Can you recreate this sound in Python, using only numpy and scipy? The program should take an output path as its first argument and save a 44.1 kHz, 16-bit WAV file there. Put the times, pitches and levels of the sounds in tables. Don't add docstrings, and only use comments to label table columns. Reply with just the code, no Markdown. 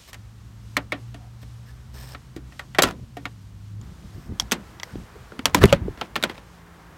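import sys
import numpy as np
from scipy import signal
from scipy.fft import rfft, irfft
from scipy.io import wavfile
from scipy.ndimage import map_coordinates

SR = 44100
rng = np.random.default_rng(int(sys.argv[2]) if len(sys.argv) > 2 else 0)


def generate_wav(signal):
    frames = np.transpose(np.atleast_2d(signal))
    scaled = np.clip(frames, -1, 1) * 32767
    pcm = np.round(scaled).astype(np.int16)
    wavfile.write(sys.argv[1], SR, pcm)


N = 307377

# f/Hz, level/dB, base t60/s (t60 is the time to fade by 60 dB)
CLIP_TONES = [(229.7, -2, 0.12), (356, -3, 0.104), (436, -8, 0.091), (672, -5, 0.0334), (1006, 0, 0.13),
              (1354, 10, 0.04), (1917, -13, 0.11), (2640, 0.5, 0.037), (3230, 5.5, 0.024),
              (4330, -2.5, 0.013)]
# f/Hz, level/dB
PLASTIC_COLOUR = [(60, -2), (150, 1.5), (280, 1.5), (900, 1), (2000, 3), (3800, -2), (5500, -9),
                  (8000, -11.5), (10300, -17.5), (12500, -14), (16000, -25.5)]


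def amp(db):
    return 10 ** (np.asarray(db) / 20)


def unit(x):
    return x / np.sqrt(np.mean(x ** 2) + 1e-20)


def along(points, hz):
    freqs, values = np.transpose(points)
    return np.interp(np.log(hz + 1), np.log(freqs + 1), values)


def wobble(rate):
    knots = rng.standard_normal(int(N * rate / SR) + 4)
    grid = np.arange(0, len(knots) - 1, 1 / 10)
    return np.interp(np.arange(N) * rate / SR, grid, map_coordinates(knots, [grid]))


def coloured(x, colour):
    gain = amp(along(colour, np.fft.rfftfreq(len(x), 1 / SR)))
    return unit(irfft(rfft(x) * gain, len(x)))


def noise(colour, size=N):
    return coloured(rng.standard_normal(size), colour)


def add(track, s, sound):
    start = round(s * SR)
    track[start:start + len(sound)] += sound[:max(N - start, 0)]


def strokes(rows, rise_db_per_s, fall_db_per_s):
    t = np.arange(N) / SR
    return sum(amp(db - rise_db_per_s * np.clip(s - t, 0, 1)
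                   - fall_db_per_s * np.clip(t - s - length, 0, 1)) for s, length, db in rows)


def air():
    # f/Hz, level/dB
    rumble_colour = [(20, -23.5), (40, -3.5), (60, 11), (90, 3), (140, 0.5), (220, -5.5), (320, -13.5),
                     (600, -46.5)]
    wash_colour = [(150, -23), (330, 2.5), (600, -1.5), (1100, 0.5), (1800, -4), (2800, -13.5), (5000, -27)]
    hiss_colour = [(1500, -5), (3000, 2.5), (6000, -0.5), (9000, -5), (10300, -11), (12000, -8),
                   (15500, -19.5), (16300, -30)]
    # start t/s, rumble/dB, wash/dB, hiss/dB
    places = [(0, -53.5, -63, -54), (0.114, -46, -61, -61.5), (3.33, -45.5, -61.5, -64),
              (3.81, -45.5, -55, -60.5), (5.05, -49, -52, -62)]
    starts, *levels = np.transpose(places)
    place = np.searchsorted(starts[1:], np.arange(N) / SR)
    rumble_db, wash_db, hiss_db = np.array(levels)[:, place]
    rumble = amp(rumble_db + 1.1 * wobble(7)) * noise(rumble_colour)
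    wash = amp(wash_db + 1.4 * wobble(2.2)) * noise(wash_colour)
    hiss = amp(hiss_db + 1.5 * wobble(9)) * noise(hiss_colour)
    return rumble + wash + hiss


def drone(hz):
    # multiple of the firing rate, level/dB
    tones = [(0.499, -11.5), (1, 0.5), (1.498, -34), (1.75, -14.5), (2, -29.5)]
    phase = 2 * np.pi * np.cumsum(hz * (1 + 0.0159 * wobble(25))) / SR
    return unit(sum(amp(db + 1.64 * wobble(8.3)) * np.sin(k * phase) for k, db in tones))


def far_engine():
    # t/s, firing f/Hz, level/dB
    revs = [(.14, 108.7, -44.5), (1.5, 117.6, -41.5), (2.6, 130.4, -48), (3.1, 129.2, -46.5),
            (3.4, 104.9, -44), (3.8, 103.3, -37)]
    # t/s, length/s, firing f/Hz, level/dB
    cruise = (6.5, .55, 171, -52)
    times, *columns = np.transpose(revs)
    hz, db = [np.interp(np.arange(N) / SR, times, column) for column in columns]
    fade = strokes([(times[0], times[-1] - times[0], 0)], rise_db_per_s=500, fall_db_per_s=500)
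    pulling = amp(db) * fade * drone(hz)
    s, length, cruise_hz, cruise_db = cruise
    swell = strokes([(s, length, cruise_db)], rise_db_per_s=40, fall_db_per_s=45)
    return pulling + swell * drone(cruise_hz)


def friction(colour, grain_db, catch_db):
    slips = rng.standard_normal(N) * amp(grain_db * wobble(1500) + catch_db * wobble(130))
    return coloured(slips, colour)


def flexing():
    # t/s, length/s, level/dB
    bends = [(2.84, 0.034, -30.5), (2.99, 0.043, -39), (3.8, .12, -43), (4.04, .01, -38),
             (4.155, .025, -31.5), (4.29, .035, -29), (4.41, 0.045, -40), (4.7, .02, -45),
             (4.94, 0.067, -33.5), (5.15, 0.07, -46.5), (5.46, 0.013, -32.5), (5.56, 0.073, -22.5),
             (5.64, 0.0092, -11), (5.74, 0.012, -17), (5.83, 0.058, -26.5)]
    # f/Hz, level/dB
    colour = [(20, -11), (45, 3.5), (80, 5), (130, -1), (200, -3), (330, -13.5), (550, -25.5), (1000, -35),
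              (2000, -94)]
    gain = strokes(bends, rise_db_per_s=597, fall_db_per_s=334)
    return gain * friction(colour, grain_db=1, catch_db=3)


def dragging():
    # t/s, length/s, level/dB
    slides = [(2.845, .045, -30.5), (5.47, 0.014, -37), (5.558, 0.0085, -23.5), (5.624, .011, -20.5),
              (5.684, 0.028, -32), (5.74, 0.0093, -41), (5.98, 0.071, -46.5), (6.17, .1, -49),
              (6.3, .085, -45)]
    # f/Hz, level/dB
    colour = [(150, -27.5), (480, 2), (950, 0), (1250, -0.5), (2000, -6.5), (3100, -9), (5000, -15),
              (9000, -23), (11000, -26.5), (16000, -29)]
    gain = strokes(slides, rise_db_per_s=1101, fall_db_per_s=480)
    return gain * friction(colour, grain_db=4.5, catch_db=3.0)


def scraping():
    # t/s, length/s, level/dB
    scrapes = [(.085, 0.011, -48.5), (1.42, 0.017, -56), (1.665, 0.048, -61), (1.945, 0.2, -49.5),
               (4.14, 0.14, -61.5), (4.85, 0.085, -60)]
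    # f/Hz, level/dB
    colour = [(240, -20), (400, 5), (520, 1.5), (570, 4), (742, 2), (1110, 1.5), (1220, -2.5), (1710, -3),
              (2360, -3.5), (5190, -3.5), (6740, -9), (8240, -12), (10100, -14.5), (13300, -13),
              (16000, -18)]
    singing_tones = [(1750, 0), (5330, -2), (8400, -3.5), (13800, -3.5)]
    grit = friction(colour, grain_db=4.0, catch_db=-0.2)
    song = sum(amp(db) * unit(signal.lfilter(*signal.iirpeak(hz, Q=18, fs=SR), grit))
               for hz, db in singing_tones)
    gain = strokes(scrapes, rise_db_per_s=1200, fall_db_per_s=1500)
    return gain * (grit + amp(-6) * unit(song))


def squeaks():
    # t/s, length/s, f/Hz, level/dB
    chafes = [(1.17, .14, 724, -59.5), (1.641, .1, 1740, -62), (4.55, 0.098, 185, -43.5),
              (4.83, 0.091, 515, -56.5), (4.864, 0.075, 2040, -63), (4.865, 0.077, 1470, -58),
              (5.149, 0.029, 428, -46), (5.606, 0.028, 1760, -31), (5.627, 0.019, 1160, -19.5),
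              (5.674, 0.046, 2820, -35)]
    track = np.zeros(N)
    for s, length, hz, db in chafes:
        size = round(length * SR)
        tone = signal.lfilter(*signal.iirpeak(hz, Q=13, fs=SR), rng.standard_normal(size))
        add(track, s, amp(db) * unit(np.hanning(size) * tone))
    return track


def dense_ring(t, stretch, bay_db, bay_stretch):
    # f/Hz, base t60/s
    ring_times = [(150, 0.25), (500, 0.13), (1500, 0.086), (4000, 0.054), (8000, 0.05), (15000, .025)]
    hz = np.fft.rfftfreq(len(t), 1 / SR)
    spectrum = np.exp(2j * np.pi * rng.random(len(hz))) * amp(along(PLASTIC_COLOUR, hz))
    centres = np.geomspace(100, 16000, 9)
    ring = np.zeros(len(t))
    for centre, pick in zip(centres, np.eye(len(centres))):
        band = irfft(spectrum * along(np.transpose([centres, pick]), hz), len(t))
        t60 = along(ring_times, centre)
        fade = amp(-60 * t / (t60 * stretch)) + amp(bay_db - 60 * t / (t60 * bay_stretch))
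        ring += unit(band * fade) * np.std(band) * np.sqrt(np.mean(fade ** 2))
    return unit(ring)


def blow(part_tones, stretch, tones_db, crack_db, crack_t60):
    t = np.arange(SR // 5) / SR
    stretch = max(stretch, .2)
    hz, db, t60 = np.transpose(part_tones)[:, :, None]
    strength = amp(db + 1.5 * rng.standard_normal(hz.shape)) * rng.choice([-1, 1], hz.shape)
    tones = np.sum(strength * amp(-60 * t / (t60 * stretch)) * np.sin(2 * np.pi * hz * t), axis=0)
    crack = noise(PLASTIC_COLOUR, len(t)) * amp(-60 * t / crack_t60)
    ring = dense_ring(t, stretch, bay_db=-23.5, bay_stretch=2.44)
    return ring + amp(tones_db) * unit(tones) + amp(crack_db) * unit(crack)


def balance(hit, bass_db, middle_db, treble_db):
    edges_hz = [(150, 500), (500, 4500), (4800, 19000)]
    first = round(.03 * SR)
    bands = [signal.sosfilt(signal.butter(3, e, 'band', fs=SR, output='sos'), hit) for e in edges_hz]
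    levels = bass_db, middle_db, treble_db
    return sum(amp(db) * band / np.std(band[:first]) for band, db in zip(bands, levels))


def spot_tone(hz, t60_at_1khz):
    t = np.arange(SR // 5) / SR
    t60 = t60_at_1khz * np.sqrt(1000 / hz)
    tone = np.sin(2 * np.pi * hz * t) * amp(-60 * t / t60) * (1 - np.exp(-t * hz))
    return tone / np.std(tone[:round(.03 * SR)])


def strikes(hits, part_tones, stretch, tones_db, crack_db, crack_t60, spot_t60_at_1khz):
    track = np.zeros(N)
    for s, db, bass_db, treble_db, ring_factor, spot_hz, spot_db in hits:
        hit = blow(part_tones, ring_factor * stretch, tones_db, crack_db, crack_t60)
        spot = amp(db + spot_db) * spot_tone(spot_hz, spot_t60_at_1khz)
        add(track, s, balance(hit, db + bass_db, db, db + treble_db) + spot)
    return track


def thumps():
    # t/s, knock level/dB, treble above that/dB, boom f/Hz, boom level/dB, boom t60/s
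    bumps = [(4.956, -57, -17, 290, -12, 0.014), (5.392, -37.5, -16, 262, -19.5, 0.053),
             (5.5464, -19, -5, 1010, 1, 0.025), (5.551, -30, -2, 284, -16.5, 0.19),
             (5.638, -17, -12, 395, 4.5, 0.055), (5.64, -36, -14, 206, -2.5, 0.055),
             (5.656, -27.5, -5, 420, -3, 0.017), (5.7266, -18, -11.5, 560, 4.5, 0.048),
             (5.7333, -24.5, -16, 166, -7, 0.054), (5.882, -69, -28, 401, -10.5, 0.022)]
    track, t = np.zeros(N), np.arange(SR // 5) / SR
    rise = 1 - np.exp(-t / 0.0012)
    for s, db, treble_db, hz, boom_db, t60 in bumps:
        knock = blow(CLIP_TONES, stretch=0.28, tones_db=-8.5, crack_db=-4.0, crack_t60=0.011)
        boom = np.sin(2 * np.pi * hz * t) * amp(boom_db - 60 * t / t60) * rise
        add(track, s, balance(knock, db - 4.5, db, db + treble_db) + boom)
    return track


def clicks():
    # t/s, level/dB, bass/dB, treble/dB, ring factor, spot f/Hz, spot/dB
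    hits = [(3.814, -67, -15, 2, 0.82, 7140, 8), (4.3985, -31.5, -21, 5.5, 1.3, 3300, 6),
            (4.422, -56, 2, 3, 0.71, 800, 9), (4.799, -44, -27, -6.5, 0.76, 2030, -6),
            (4.8325, -39.5, -15, 0, 0.77, 2030, 2), (5.4562, -18, -15, -3.5, 0.79, 3460, -13)]
    # f/Hz, level/dB, base t60/s
    steel_tones = [(267, -7, 0.082), (520, -17, 0.039), (985, 3, 0.013), (1620, -12, 0.036),
                   (3325, 7.5, 0.011), (4550, -3.5, 0.016), (5600, -1, 0.015), (6130, 2.5, 0.0045),
                   (7130, -21.5, 0.0092), (14500, -18, .012)]
    return strikes(hits, steel_tones, stretch=0.94, tones_db=7.5,
                   crack_db=-3.0, crack_t60=0.041, spot_t60_at_1khz=0.023)


def snaps():
    # t/s, level/dB, bass/dB, treble/dB, ring factor, spot f/Hz, spot/dB
    hits = [(2.8218, -23.5, -8.5, 4, 1.6, 543, -4), (2.8335, -25, -0.5, 0.5, 1.2, 258, -3.5),
            (2.837, -21, -4, -20, 1.9, 1130, -6), (2.887, -39, -9, -14, 0.44, 1245, -15),
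            (4.5135, -37.5, -31, -4, 1.1, 3430, -1), (4.519, -25, -4, -5, 1.05, 6170, -7),
            (4.5235, -27, -12, -3.5, 1.45, 232, -7), (5.320, -54.5, 11, -22, 5, 1440, 6),
            (5.975, -50, 1, -16, 0.74, 2450, -25), (6.0123, -30.5, -8.5, -18.5, 0.7, 3564, -12),
            (6.018, -41, 0.5, -35, 2.1, 724, 3.5), (6.1565, -30, -10, -14, .9, 1810, -7),
            (6.162, -27, -7.5, -15, 1.07, 2800, -6), (6.2268, -34.5, -1, -5.5, 0.95, 3900, -5),
            (6.2373, -22.5, -6, -10.5, 0.96, 3710, -3.5), (6.297, -37.5, -0.5, -17, 1.2, 855, -9),
            (6.379, -50, -6, -23, 0.21, 3830, -6.5)]
    return strikes(hits, CLIP_TONES, stretch=1.0, tones_db=-2.5,
                   crack_db=2, crack_t60=0.022, spot_t60_at_1khz=0.019)


def pries():
    # t/s, level/dB, bass/dB, treble/dB, ring factor, spot f/Hz, spot/dB
    hits = [(.131, -45.5, -20, -3.5, 0.91, 2700, -10), (.143, -46, -29, -6.5, 0.72, 1900, -24),
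            (.7675, -24.5, -7.5, -9.5, 0.65, 2210, -3.5), (.772, -28, -4.5, -34, 1.2, 593, -5.5),
            (.921, -34, -3, -12.5, 0.53, 2175, 6.5), (.925, -31, -1.5, -27.5, 1.53, 620, -5),
            (1.144, -48.5, 2.5, -11, 1.5, 700, 0.5), (1.429, -55.5, 3, -17, 0.81, 1730, -12),
            (2.148, -42.5, -5.5, -24, 1, 1310, -3), (2.363, -48.5, 9, -5.5, 1.6, 321, 9),
            (2.522, -53, -4, -14.5, 1.3, 1987, -12), (2.594, -37, -21, -14, 1.1, 1940, -1),
            (2.748, -38, -17, -16.5, 1.46, 2000, -1), (2.7855, -17.5, -6.5, -15.5, 0.64, 376, -7),
            (2.789, -17.5, -9.5, -16, 1.08, 782, -7.5), (3.169, -44, 4.5, -11.5, 1.8, 711, 4.5),
            (3.2545, -33, -6.5, -18, 0.92, 2150, -6)]
    # f/Hz, level/dB, base t60/s
    cover_tones = [(282.4, 2, 0.11), (563, -3, 0.053), (728, -4, 0.091), (1142, -9, 0.13),
                   (1407, -3.5, 0.071), (1844, 3, 0.051), (2266, -7.5, 0.05), (3220, -5.5, 0.02)]
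    return strikes(hits, cover_tones, stretch=0.99, tones_db=1.0,
                   crack_db=-1, crack_t60=0.032, spot_t60_at_1khz=0.038)


def scene():
    hits = pries() + snaps() + clicks() + thumps()
    rubbing = scraping() + dragging() + flexing() + squeaks()
    return (hits + rubbing + far_engine() + air())[None]


def record(dry):
    low_hz, top_hz = 30.2, 16300
    knee_db, lag_s = -10, 0.03
    x = signal.sosfilt(signal.butter(3, low_hz, 'high', fs=SR, output='sos'), dry)
    memory = np.exp(-1 / (lag_s * SR))
    power = x ** 2
    for _ in range(2):
        power = signal.lfilter([1 - memory], [1, -memory], power)
    dipped = x / np.sqrt(1 + power / amp(knee_db) ** 2)
    flattened = dipped / (1 + np.abs(dipped) ** 8) ** (1 / 8)
    return irfft(rfft(flattened) * (np.fft.rfftfreq(N, 1 / SR) < top_hz), N)


dry = scene()
out = record(dry)
generate_wav(out)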